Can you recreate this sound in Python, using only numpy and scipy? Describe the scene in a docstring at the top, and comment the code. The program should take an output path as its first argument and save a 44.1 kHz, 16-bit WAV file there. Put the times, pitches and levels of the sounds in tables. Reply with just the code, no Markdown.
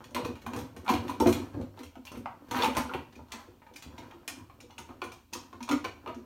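"""Steel bar clamps are slid and screwed up against pine boards on a bench in a small hard-walled workshop.
Steel clicks as flashes of filtered noise over faint ringing modes, and plastic jaws clack in modes of their own.
Single notes ping from the bar; boards and bench knock as low modes; drags and hands are dense tiny slips.
Every contact chatters briefly, then spreads into a diffuse room tail over a faint hiss."""
import sys
import numpy as np
from scipy import signal
from scipy.fft import rfft, irfft, next_fast_len
from scipy.io import wavfile

SR = 44100
rng = np.random.default_rng(int(sys.argv[2]) if len(sys.argv) > 2 else 0)


def voltage_ratio(decibels):
    """Convert decibels (scalar or array-like) to amplitude ratios, 20 dB per decade."""
    exponent = np.asarray(decibels, float) / 20
    return 10 ** exponent


def wav_record(signal):
    """Record a signal, one row per channel, as 16-bit PCM in the file named by sys.argv[1]."""
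    frames = np.transpose(np.atleast_2d(signal))
    bounded = np.clip(frames, -1, 1)
    # unit amplitude maps onto the largest positive 16-bit level
    quanta = np.round(bounded * 32767).astype(np.int16)
    wavfile.write(sys.argv[1], SR, quanta)


N = 275625

# Metal contacts. Each row: start in seconds, nominal crack level in dB, jaw clack in dB relative to it,
# hardness as treble in dB relative to it, favoured jaw ring in Hz.
CLICKS = [(0.0414, -42.5, -29, -12.5, 1010), (0.1088, -58, 17, -3.5, 950), (0.147, -28.5, -5, -10.5, 1010),
          (0.164, -32, 4.5, -28, 961), (0.18, -35, 4.5, -35, 980), (0.2474, -32.5, -1.5, -12.5, 1100),
          (0.3549, -42, -2.5, -18, 890), (0.4178, -45.5, -25, -12.5, 965), (0.4649, -37.5, 6, -10.5, 1160),
          (0.534, -34.5, 1.5, -14.5, 961), (0.563, -41, 7, -4.5, 1000), (0.589, -37.5, 3, -10, 961),
          (0.7644, -41, -2, -11, 770), (0.848, -57, -1, -2, 1010), (0.8631, -35.5, 2, -43, 980),
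          (0.8795, -25.5, 6, -31, 950), (0.8905, -22.5, 7, -17.5, 1010), (0.898, -26.5, 4.5, -11, 950),
          (0.9092, -35, 5.5, -18, 845), (0.939, -31.5, 3, -13, 1010), (0.953, -31, 3, -26, 950),
          (1.0812, -35, -2, -13.5, 1060), (1.0957, -36, 3.5, -11, 930), (1.2005, -32.5, 3, -5, 870),
          (1.207, -37, 13, -22, 883), (1.2595, -30.5, 6.5, -27, 670), (1.27, -27, -1, -9.5, 670),
          (1.2905, -38.5, 0.5, -1.5, 720), (1.3259, -26, -13.5, -10, 832), (1.542, -46.5, 2, -24, 710),
          (1.6128, -47, -6, -12, 750), (1.774, -48.5, 8.5, -15, 950), (1.791, -43, -7.5, -11, 1030),
          (1.833, -41, -18, -9.5, 1040), (1.9549, -49, 5.5, -14, 890), (2.052, -45.5, -5, -5, 960),
          (2.07, -40, -9.5, -12, 980), (2.118, -46, 1.5, -6.5, 1010), (2.152, -41.5, -9, -22, 890),
          (2.173, -61, -12, 3.5, 950), (2.2586, -46.5, 16.5, -31, 961), (2.26, -54, 13.5, -27, 834),
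          (2.272, -59, 15, -31, 961), (2.4864, -74, 1, -12, 1000), (2.511, -30.5, 2, -11.5, 1010),
          (2.517, -40, 4.5, -21, 1070), (2.534, -50, 1.5, -6, 1060), (2.5652, -27.5, -1.5, -22, 1080),
          (2.5886, -26.5, -4.5, -25, 950), (2.603, -29, -2, -22, 1030), (2.6221, -29, -2.5, -22, 1010),
          (2.626, -27, -5.5, -23, 930), (2.633, -22.5, 3.5, -14.5, 872), (2.644, -20, -1.5, -17, 924),
          (2.657, -30, -1, -22, 834), (2.6792, -41, -6, -14, 680), (2.75, -34, 5, -15, 940),
          (2.7685, -24, -1.5, -9.5, 961), (2.79, -36, 1, -15, 961), (2.8928, -40.5, 8, -35, 1360),
          (2.914, -43.5, 11, -39, 1060), (2.937, -24.5, -3.5, -42, 854), (3.125, -47.5, -13, -15, 900),
          (3.157, -48.5, -9, -11, 834), (3.1889, -56, 10.5, -21, 860), (3.284, -53.5, -1, -14, 955),
          (3.3198, -31.5, -7.5, -7.5, 950), (3.338, -51, 7, -20, 961), (3.385, -61, 8, -30, 900),
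          (3.619, -50, -3, -40, 950), (3.666, -49.5, 6, -23, 980), (3.7378, -49.5, -14, -9, 950),
          (3.7594, -39, -14, -5, 834), (3.824, -38, -7.5, -7, 1015), (3.9803, -40, 4.5, -12, 961),
          (4.11, -44, -6.5, -20, 880), (4.278, -28.5, -8.5, -4.5, 900), (4.396, -59, 9.5, -20, 994),
          (4.4984, -51, 8.5, -40.5, 1046), (4.6044, -46.5, -6, -4.5, 960), (4.699, -58.5, 9, -25, 834),
          (4.7065, -50, -7.5, -11, 834), (4.783, -37, -3, -6, 880), (4.8, -63, -12, 3, 950),
          (4.891, -49, 2.5, -34, 746), (4.905, -52, 6.5, -28, 1250), (5.0185, -30.5, 1.5, -25, 1052),
          (5.0396, -44, 2.5, -2.5, 746), (5.1194, -44, -3.5, -3.5, 836), (5.328, -44, -3.5, -3, 980),
          (5.3341, -32, -6, -3, 980), (5.352, -45.5, 9.5, -20, 890), (5.5288, -47, 4, -13, 960),
          (5.6056, -43, 5, -15, 961), (5.6276, -41, -7.5, -5, 877), (5.679, -41, 4, -17, 1010),
          (5.6898, -27, -1, -12.5, 1020), (5.713, -23, -1, -12.5, 1180), (5.8432, -29.5, 1, -15, 1040),
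          (5.85, -37, 2, -30, 1045), (5.858, -44, 2.5, -32, 834), (6.0616, -43.5, 8, -34, 1080),
          (6.0747, -36.5, 2, -23.5, 1250), (6.088, -44, 8, -40, 990), (6.0943, -45.5, 6, -28, 694),
          (6.1458, -54, 7.5, -4, 1250)]
# Contacts that leave the free bar ringing on one note. Each row: start in seconds, level in dB, favoured ring in Hz.
PINGS = [(0.045, -66, 2950), (0.4623, -39.5, 2390), (0.88, -26.5, 2390), (0.89, -44, 2536),
         (0.938, -32, 2390), (1.081, -44, 3540), (1.2025, -33, 3180), (1.3227, -46, 3030),
         (1.865, -48, 2620), (2.0687, -39.5, 2470), (2.078, -41, 2770), (2.512, -42, 3470),
         (2.559, -46, 2500), (2.563, -39, 3970), (2.627, -27, 4533), (2.644, -25, 2536),
         (2.6224, -20.5, 3470), (2.938, -55, 2860), (3.1544, -47.5, 2390), (3.318, -48, 2860),
         (3.328, -38, 2470), (3.7616, -36.5, 2390), (4.111, -51, 2390), (4.2795, -32, 2390),
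         (4.28, -44, 2645), (4.6032, -45.5, 2390), (4.605, -49, 2870), (4.707, -53, 2870),
         (4.7812, -38, 2870), (4.78, -40, 2536), (4.903, -63, 2390), (5.017, -42.5, 3470),
         (5.0183, -36, 2536), (5.1178, -42.5, 2390), (5.333, -31, 2503), (5.6298, -41, 2330),
         (5.714, -40, 2540), (5.693, -34, 3460), (5.8468, -37, 2175), (5.848, -31, 2270),
         (5.849, -47, 2530), (6.062, -50, 2860), (6.076, -46, 2830)]
# Dull blows on the wood. Each row: start in seconds, nominal board level in dB, bench thud in dB relative to it,
# favoured board ring in Hz, lean of the upper rings in dB.
KNOCKS = [(0.15, -24, -27, 245, -7.5), (0.176, -27, -29, 256, 5), (0.19, -24.5, -20, 240, -0.5),
          (0.222, -31.5, -21, 240, -27), (0.258, -24, -16, 256, -7), (0.29, -30.5, 2, 238, -24),
          (0.462, -29.5, -2, 242, -18), (0.503, -31.5, -14, 256, -7), (0.524, -28.5, -5, 256, -9),
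          (0.552, -29, -17, 286, -6), (0.571, -23.5, -18, 235, 3), (0.589, -24.5, -12, 250, 0),
          (0.621, -28.5, -2, 256, -9), (0.765, -33.5, 0, 243, 1.5), (0.893, -19.5, -28, 250, -2.5),
          (0.903, -16.5, -17, 256, -30), (0.934, -18.5, -4.5, 267, -12), (0.971, -28, -2, 238, 0),
          (1.083, -31, -22, 290, -19), (1.093, -25, -20, 290, -12), (1.118, -34.5, -19.5, 277, -8),
          (1.205, -14.5, -8, 317, -16), (1.222, -16, -24, 338, -5), (1.26, -11, -3.5, 340, -15),
          (1.268, -12, -6, 275, -11.5), (1.276, -14, -15, 310, -7), (1.284, -18.5, -22, 280, -12),
          (1.31, -23.5, -16, 252, -6), (1.353, -30, -4, 290, -19), (1.398, -26.5, -7, 343, -23),
          (1.421, -26.5, -15, 290, -15), (1.546, -30.5, 4, 280, -19), (1.567, -29, 1, 278, -10),
          (1.595, -28.5, -11, 250, -4), (1.791, -34, -19, 256, -7), (1.803, -34, -15, 290, -10),
          (1.835, -40.5, -0.5, 270, 6), (1.969, -38, -4, 228, -9), (2.122, -41.5, -22, 235, -17),
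          (2.151, -38, -2, 254, -21), (2.173, -30.5, -6, 250, -27), (2.211, -37.5, -17, 263, -8),
          (2.393, -38, -35, 298, -26), (2.413, -41, -28, 290, -24), (2.512, -23, -9, 273, -6.5),
          (2.536, -24, -26, 293, -24), (2.554, -23, -26, 237, -25), (2.597, -17.5, -30, 396, 3),
          (2.633, -22.5, -31, 230, 8), (2.659, -21.5, -19, 229, -17), (2.684, -22, -11, 235, -2),
          (2.748, -30.5, -21, 260, -11), (2.767, -26, -30, 252, -16), (2.791, -24, -36, 235, -10),
          (2.889, -30, -17, 233, -2), (2.947, -24.5, -3, 384, -5.5), (2.988, -36.5, 0, 256, -1),
          (3.166, -39.5, -12, 233, -17), (3.336, -33.5, -21, 228, -10), (3.478, -41, -4, 361, -2),
          (3.714, -41, -29, 285, -3.5), (3.862, -39.5, 1, 270, -15), (3.986, -39, -12, 267, -14),
          (4.014, -45.5, -1, 248, -8), (4.138, -42.5, -25, 353, -5), (4.28, -41, -6, 295, -27),
          (4.375, -42.5, 7, 260, -26), (4.41, -43, 8, 256, -37), (4.636, -38.5, -9, 280, -6),
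          (4.791, -40, -2, 323, -9), (4.893, -40, 0, 322, -14), (5.02, -25.5, -25, 371, 2.5),
          (5.353, -34.5, -10, 235, -5), (5.533, -41, -2, 226, -16), (5.609, -34, -22, 229, -26),
          (5.693, -22.5, -17, 264, -9), (5.703, -18, -28, 266, -16), (5.722, -20, -27, 283, -14),
          (5.752, -34, -24, 237, -19), (5.847, -23.5, -14, 367, 2), (6.067, -33.5, -18, 350, 0),
          (6.082, -33.5, -19, 350, -3), (6.166, -32, -18, 228, -12)]
# A jaw or board dragged for a moment. Each row: middle in seconds, length in seconds, board slips in dB,
# clamp slips in dB relative to them.
DRAGS = [(0.008, 0.15, -53, -8), (0.254, 0.46, -40.5, -16.5), (0.57, 0.34, -42.5, -7),
         (0.907, 0.18, -40.5, 3.5), (1.06, 0.82, -41.5, -15.5), (1.274, 0.12, -26.5, -10.5),
         (1.373, 0.56, -40.5, -11.5), (1.596, 0.29, -37, -28), (1.79, 0.21, -55.5, -3.5),
         (2.153, 0.2, -42.5, -18), (2.546, 0.048, -44, 2), (2.569, 0.21, -33.5, -2),
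         (2.619, 0.073, -49, 16), (2.767, 0.039, -36.5, 5.5), (2.777, 0.25, -32, -8.5),
         (2.947, 0.43, -48, -6), (3.212, 0.14, -49, -38), (3.393, 0.49, -59.5, 3),
         (4.01, 0.83, -54.5, -5.5), (4.386, 0.13, -51, -9), (4.895, 0.18, -53, -7.5),
         (5.329, 0.038, -46.5, -9.5), (5.44, 0.49, -56.5, -10), (5.73, 0.13, -32, -13),
         (6.091, 0.27, -51.5, -14)]
# The hands on handle and boards throughout. Each row: time in seconds, board slips in dB.
HANDS = [(0, -60.5), (.75, -57), (1.45, -55.5), (1.88, -67), (2.45, -58), (3.1, -65), (3.55, -68.5),
         (3.95, -60), (4.7, -62), (5.15, -57.5), (5.28, -80), (5.55, -60), (5.92, -59.5), (6.25, -59)]

# Resonances of bar and screw. Each row: frequency in Hz, width in Hz, relative level in dB.
STEEL_MODES = [(1810, 80, -1.0), (2175, 49, -27), (2536, 72, -5), (2645, 47, -11), (2390, 73, 0.0),
               (2330, 53, -15.0), (2770, 31, -4), (2870, 61, 10.0), (3180, 110, 3.5), (3470, 45, -15.0),
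               (3540, 81, -17.0), (4180, 540, -6.0), (3970, 220, -27), (4600, 48, -13.0), (4533, 140, 11.5),
               (5380, 65, -10.0), (5570, 170, 0.5), (5340, 100, -22.0), (6000, 45, -40.5), (5460, 310, -4),
               (6650, 140, -15.0), (7700, 59, -35.5), (7240, 56, -24.0), (8400, 85, -30), (2270, 14, -19.0),
               (2950, 50, -35.5)]
# Resonances of the plastic jaws; the last two are the dead clack of the pads. Each row: frequency in Hz,
# width in Hz, relative level in dB.
JAW_MODES = [(670, 21.5, -5.5), (746, 15, -6.5), (834, 46, -2.5), (908, 49, -3.5), (890, 31, -7.5),
             (961.6, 25.4, -3), (961, 150, 2), (1010, 35, -3), (1071, 138, 7), (1250, 43, 3),
             (1295, 68, 0.5), (1356, 46, -2.5), (1468, 47, 2), (1510, 52, -9), (950, 88, 6.5),
             (1250, 740, 3)]
# Resonances of the boards; the last two are the short slap of wood on wood. Each row: frequency in Hz,
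# width in Hz, relative level in dB.
BOARD_MODES = [(234.6, 12.9, 0), (256, 24, 3), (290, 9.2, -3), (350.9, 17.1, 1), (361, 49, -13.5),
               (425, 140, -2), (493.4, 12.4, -5), (569.3, 6.4, -20), (287.7, 53, 0.5), (490, 120, -3)]
# Resonances of the bench; the last is the dead thud of the top. Each row: frequency in Hz, width in Hz,
# relative level in dB.
BENCH_MODES = [(65.5, 16, -41), (79, 6.8, -5), (100.3, 10.8, -1), (127.7, 4.1, -27.5), (106, 91, 3)]

# Colour of a click's crack. Each row: frequency in Hz, gain in dB.
CRACK_COLOUR = [(1100, -9), (1600, -8.5), (2400, 2), (3000, -5), (3600, -32)]
# Colour of the tick above the crack. Each row: frequency in Hz, gain in dB.
TICK_COLOUR = [(2700, -7), (3200, -1), (4300, -2), (5000, -22.5)]
# Colour of the snap of hard contacts. Each row: frequency in Hz, gain in dB.
SNAP_COLOUR = [(4000, -44), (4600, -5.5), (5900, 0), (7200, -4), (8000, -17)]
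# Colour of the fizz of a click. Each row: frequency in Hz, gain in dB.
FIZZ_COLOUR = [(4120, -63), (7000, -14), (7870, 8), (9100, 11), (10200, 6), (11500, -7)]
# Colour of the sheen, the topmost part of a click. Each row: frequency in Hz, gain in dB.
SHEEN_COLOUR = [(9500, -4), (11200, 7.5), (13100, 12), (14600, 3), (16000, -1)]
# How well the boards send sound out; narrow boards give little bass. Each row: frequency in Hz, gain in dB.
BOARD_REACH = [(120, -28), (185, -26), (215, -0.5), (900, 2)]
# How well the bench sends sound out. Each row: frequency in Hz, gain in dB.
BENCH_REACH = [(35, -24), (60, -1), (125, -4.5), (170, -4.5), (300, -18)]
# Decay of the room by band. Each row: band centre in Hz, time to fall by 60 dB in seconds.
ROOM_DECAY = [(100, 0.57), (260, 0.23), (700, 0.29), (1900, 0.33), (5000, 0.29), (12000, 0.12)]
# Spectrum of the steady noise. Each row: frequency in Hz, relative density in dB per Hz.
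HISS_COLOUR = [(15, -53), (25, 6.5), (82, 9.5), (170, -7), (263, 2.5), (416, -10), (489, -34), (988, -11),
               (1740, -33), (2410, -18), (4870, -24), (10700, -28), (14800, -21), (16000, -28)]
# Dip of the microphone port. Each row: frequency in Hz, gain in dB.
PORT_DIP = [(9900, -0.5), (10450, -5), (11000, -1)]

BOUNCES = 6  # touches in every contact, the first one included
COPIES, DETUNE = 3, 0.0094  # copies of each set of modes; relative spread of a mode's pitch between them


def steel(slip_db):
    """Bar and screw crack and ring faintly; harder contacts snap and fizz higher up."""
    s, db, _, hardness_db, _ = np.transpose(CLICKS)
    at, size = chatter(s, np.full(len(s), 0.008), fade_db=15.0, scatter_db=6.2, first_db=7.4)
    # the second layer is a rattle: separate small taps among the slips
    slips = grit(slip_db - 1.5, 3400.0, 4.1) + grit(slip_db - 3.5, 210.0, 6)
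    upper_db = hardness_db[:, None] * (np.transpose(STEEL_MODES)[0] > 4300)
    rings = body(STEEL_MODES, at, size, db - 15, voltage_ratio(-11) * slips, 4, upper_db)

    crack = burst(at, size, db + 2, 0.0033, CRACK_COLOUR, slips)
    tick = burst(at, size, db + 0.24 * hardness_db + 6.0, 0.0023, TICK_COLOUR, voltage_ratio(4.5) * slips)
    snap = burst(at, size, db + hardness_db + 8.5, 0.0027, SNAP_COLOUR, voltage_ratio(-1) * slips)

    # louder contacts fizz more than in proportion; -58 dB is a faint click, where the extra fizz is zero
    top_db = db + 0.0935 * (db + 58)
    loose = s < 3.05  # the jaw runs loose on the bar, and fizzes more, until the screw bites
    fizz_db = top_db + 1.49 * hardness_db + 5 * loose - 4.0
    fizz_touches = chatter(s, np.full(len(s), 0.022), 26.0, 3.5, 3.7)
    fizz = burst(*fizz_touches, fizz_db, 0.0012, FIZZ_COLOUR, voltage_ratio(-23) * slips)
    sheen_db = top_db + 1.59 * hardness_db + 10.5 * loose - 11.5
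    sheen_touches = chatter(s, np.full(len(s), 0.031), 8.8, 3.0, 1.5)
    sheen = burst(*sheen_touches, sheen_db, 0.0014, SHEEN_COLOUR, voltage_ratio(-17.5) * slips)
    return rings + crack + tick + snap + fizz + sheen


def jaws(slip_db):
    """Jaws shaken by the steel follow it and rock a while; jaws hit directly give one short tock."""
    s, db, jaw_db, _, jaw_hz = np.transpose(CLICKS)
    rocking_s = 0.018 * np.clip(0.7 - jaw_db / 18, 0.15, 1.2)
    at, size = chatter(s, rocking_s, fade_db=5.0, scatter_db=1.8, first_db=5.5)
    # a direct hit favours its ring more and dulls the rings above it
    direct_db = np.maximum(jaw_db, 0)[:, None]
    above = np.transpose(JAW_MODES)[0] > 1.19 * jaw_hz[:, None]
    lean_db = lean(JAW_MODES, jaw_hz, 8.5 + 0.5 * direct_db, 0.086) - 0.6 * direct_db * above
    slips = grit(slip_db, 900.0, 4.1)
    return soften(body(JAW_MODES, at, size, db + jaw_db + 5.5, slips, 1.04, lean_db), 0.00008)


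def pings():
    """The bar is touched where one mode moves most, so the modes nearest that note lead."""
    s, db, hz = np.transpose(PINGS)
    at, size = chatter(s, np.full(len(s), 0.003), fade_db=4.2, scatter_db=1.5, first_db=8.1)
    return body(STEEL_MODES, at, size, db, 0, 2.0, lean(STEEL_MODES, hz, 31.0, 0.046))


def wood(slip_db):
    """The loose boards settle in several bumps, ring for a moment and pass a thud to the bench."""
    s, db, thud_db, hz, upper_db = np.transpose(KNOCKS)
    # the fainter a knock, the longer the board takes to settle
    settle = np.maximum(1 + 0.08 * (-db - 20), 0.35)
    at, size = chatter(s, 0.01594 * settle, fade_db=6.8, scatter_db=1.82, first_db=2.8)
    slips = grit(slip_db - 1, 330.0, 2.4)
    upper = np.transpose(BOARD_MODES)[0] > 390
    lean_db = lean(BOARD_MODES, hz, 9.8, 0.15) + (upper_db[:, None] + 13.5) * upper
    lean_db[:, -2:] += 0.13 * (db[:, None] + 29.0)  # harder knocks slap more and ring less
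    boards = body(BOARD_MODES, at, size, db + 0.5, slips, 1.5, lean_db)

    # the bench shakes to and fro on its legs, so its touches take either sign
    at, size = chatter(s, 0.0281 * np.minimum(settle, 1), fade_db=2.2, scatter_db=2.5, first_db=0.54)
    shakes = size * rng.choice([-1, 1], size.shape)
    bench = body(BENCH_MODES, at, shakes, db + thud_db, slips, 2.2)
    return colour(soften(boards, 0.00025), BOARD_REACH) + colour(bench, BENCH_REACH)


def handling():
    """Slip levels in dB of boards and clamp: the steady hands, and a swell for every drag, added as power."""
    t = np.arange(N) / SR
    coarse_t = t[::64]
    s, length, db, clamp_db = np.transpose(DRAGS)
    from_middle = np.abs(2 * (coarse_t - s[:, None]) / length[:, None])
    swell_db = db[:, None] - 32.5 * from_middle  # dB fall from the middle of a drag to its ends
    hands_db = np.interp(coarse_t, *np.transpose(HANDS))

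    def total(drags, hands):
        """Power sum of all drags and the hands, as a smooth level."""
        power = np.sum(voltage_ratio(2 * drags), axis=0) + voltage_ratio(2 * hands)
        return np.interp(t, coarse_t, 10 * np.log10(power))

    return total(swell_db, hands_db), total(swell_db + clamp_db[:, None], hands_db - 13)


def chatter(s, length, fade_db, scatter_db, first_db):
    """A first touch and a few uneven, fading rebounds share a contact's energy: positions and sizes."""
    rebound = np.arange(BOUNCES) > 0
    late = rng.random((len(s), BOUNCES)) * rebound
    rebound_db = scatter_db * rng.standard_normal(late.shape) - fade_db * late
    size = voltage_ratio(np.where(rebound, rebound_db, first_db))
    size /= np.sqrt(np.sum(size ** 2, axis=1, keepdims=True))
    touch_s = s[:, None] + np.abs(length)[:, None] * late
    return np.minimum(touch_s * SR, N - 1).astype(int), size


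def grit(db, rate, spread_db):
    """Dense tiny slips of uneven size, about rate per second, evened to unit rms and then set to level db."""
    hit = rng.random(N) < rate / SR
    x = rng.standard_normal(N) * hit * voltage_ratio(spread_db * rng.standard_normal(N))
    return x / np.sqrt(np.mean(x ** 2)) * voltage_ratio(db)


def body(modes, at, size, db, slips, scatter_db, lean_db=0):
    """Blows and slips ring the modes; each blow weighs them its own way.
    A few slightly detuned copies of the modes, taken in turn, keep rings from all sharing exact pitches."""
    hz, width, mode_db = np.transpose(modes)
    scatter = scatter_db * rng.standard_normal((len(at), len(hz)))
    weight = voltage_ratio(mode_db + lean_db + scatter)
    # rebounds add to or cancel a ring; most of that is evened out so that a blow keeps near its strength
    phase = np.exp(2j * np.pi * hz[:, None] * at[:, None] / SR)
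    summed = np.abs(np.sum(size[:, None] * phase, axis=2)) ** 2
    strength = np.sqrt(np.sum(weight ** 2 * (1 + 3 * summed) / 4, axis=1))
    weight *= rng.choice([-1, 1], weight.shape) * (voltage_ratio(db) / strength)[:, None]
    # slips drive each mode so that its level does not hang on its width
    steady = voltage_ratio(mode_db) * np.sqrt(4 * np.pi * np.abs(width) / SR) / np.sqrt(np.sum(voltage_ratio(mode_db) ** 2))
    detuned = (np.arange(COPIES) > 0)[:, None]  # the first copy has the table's pitches
    shift = 1 + DETUNE * rng.standard_normal((COPIES, len(hz))) * detuned
    out = np.zeros(N)
    for c in range(COPIES):  # the blows take the copies in turn; slips ring the first
        for k in range(len(hz)):
            push = (size * weight[:, k, None])[c::COPIES]
            blows = np.bincount(at[c::COPIES].ravel(), push.ravel(), N)
            out += ring(blows + (c == 0) * steady[k] * slips, hz[k] * shift[c, k], width[k])
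    return out


def ring(x, hz, width):
    """One mode: an impulse of 1 starts a fading wave of height 1, with no steady push left over."""
    r, w = np.exp(-np.pi * abs(width) / SR), 2 * np.pi * hz / SR
    return signal.lfilter([.5, 0, -.5], [1, -2 * r * np.cos(w), r * r], x)


def lean(modes, hz, db, octaves):
    """Extra level for the modes nearest the ring that a blow favours."""
    distance = np.log2(np.transpose(modes)[0] / hz[:, None])
    return db * np.exp(-(distance / octaves) ** 2)


def burst(at, size, db, fade_s, points, slips):
    """Modes too many and too short to tell apart: a flash of noise at each touch."""
    touches = np.bincount(at.ravel(), (size * voltage_ratio(db)[:, None]).ravel(), N)
    fade = np.exp(-np.arange(SR // 40) / SR / fade_s)
    flash = signal.oaconvolve(touches, fade)[:N]
    return colour(flash * rng.standard_normal(N) + slips, points)


def soften(x, push_s):
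    """A soft contact pushes for a while, which dulls its edge."""
    t = np.arange(SR // 20) / SR / push_s
    push = t * np.exp(-t)
    return signal.oaconvolve(x, push / np.sum(push))[:N]


def colour(x, points):
    """Filters x with a gain drawn through (Hz, dB) points over log frequency."""
    hz, db = np.transpose(points)
    size = next_fast_len(len(x))
    f = np.fft.rfftfreq(size, 1 / SR) + 1
    gain = voltage_ratio(np.interp(np.log(f), np.log(hz), db))
    return irfft(rfft(x, size) * gain, size)[:len(x)]


def room(near, clack, heavy, thin):
    """Direct sound, then a dense tail that builds up in a few ms and dies band by band.
    The tail blends a few random echo shapes whose shares wander, so it stays diffuse with no steady tones."""
    shapes, step_s, gap_s = 4, 0.025, 0.0016  # echo shapes, seconds per step of the shares, build-up in seconds
    t = np.arange(SR * 3 // 5) / SR
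    # knocks and pings are sent more weakly to the tail, so they sound drier
    sent = voltage_ratio(2) * near + voltage_ratio(0.5) * clack + voltage_ratio(-6) * heavy + voltage_ratio(-4) * thin
    out = near + clack + heavy + thin
    steps = np.arange(int(N / SR / step_s) + 2)
    now = np.arange(N) / SR / step_s
    share = np.array([np.interp(now, steps, row) for row in rng.standard_normal((shapes, len(steps)))])
    for part in share / np.sqrt(np.sum(share ** 2, axis=0)):
        tail = 0
        for hz, t60 in ROOM_DECAY:
            band_shape = [(hz / 1.62, -14), (hz / 1.16, 0), (hz * 1.67, 0), (hz * 3.8, -14)]
            band = colour(rng.standard_normal(len(t)), band_shape)
            tail = tail + band * voltage_ratio(-60 * t / t60) / np.sqrt(t60)
        tail *= 1 - np.exp(-(t / gap_s) ** 2)
        tail /= np.sqrt(np.sum(tail ** 2))
        out = out + part * signal.fftconvolve(sent, tail)[:N]
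    return out


def hiss():
    """The steady faint noise of room and microphone: coloured noise at a set rms."""
    x = colour(rng.standard_normal(N), HISS_COLOUR)
    return x / np.sqrt(np.mean(x ** 2)) * voltage_ratio(-62)


def scene():
    """Clamps and wood in the workshop."""
    boards_db, clamp_db = handling()
    steel_slip_db = clamp_db - 9  # steel slips lie under those of the jaws
    sound = room(steel(steel_slip_db), jaws(clamp_db), wood(boards_db), pings())
    return (sound + hiss())[None]


def band_limit(x):
    """A steep low-pass at the top of the band."""
    return signal.sosfilt(signal.butter(12, 16430, fs=SR, output="sos"), x)


def record(dry):
    """A phone microphone with a port dip, which drops the deepest bass and the very top."""
    low_cut = signal.butter(2, 46.0, "high", fs=SR, output="sos")
    top_cut = signal.ellip(10, .5, 60, 15950, fs=SR, output="sos")
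    mix = signal.sosfilt(low_cut, colour(dry[0], PORT_DIP)[None])
    mix = signal.sosfilt(top_cut, mix)
    return band_limit(mix)


dry = scene()
out = record(dry)
wav_record(out)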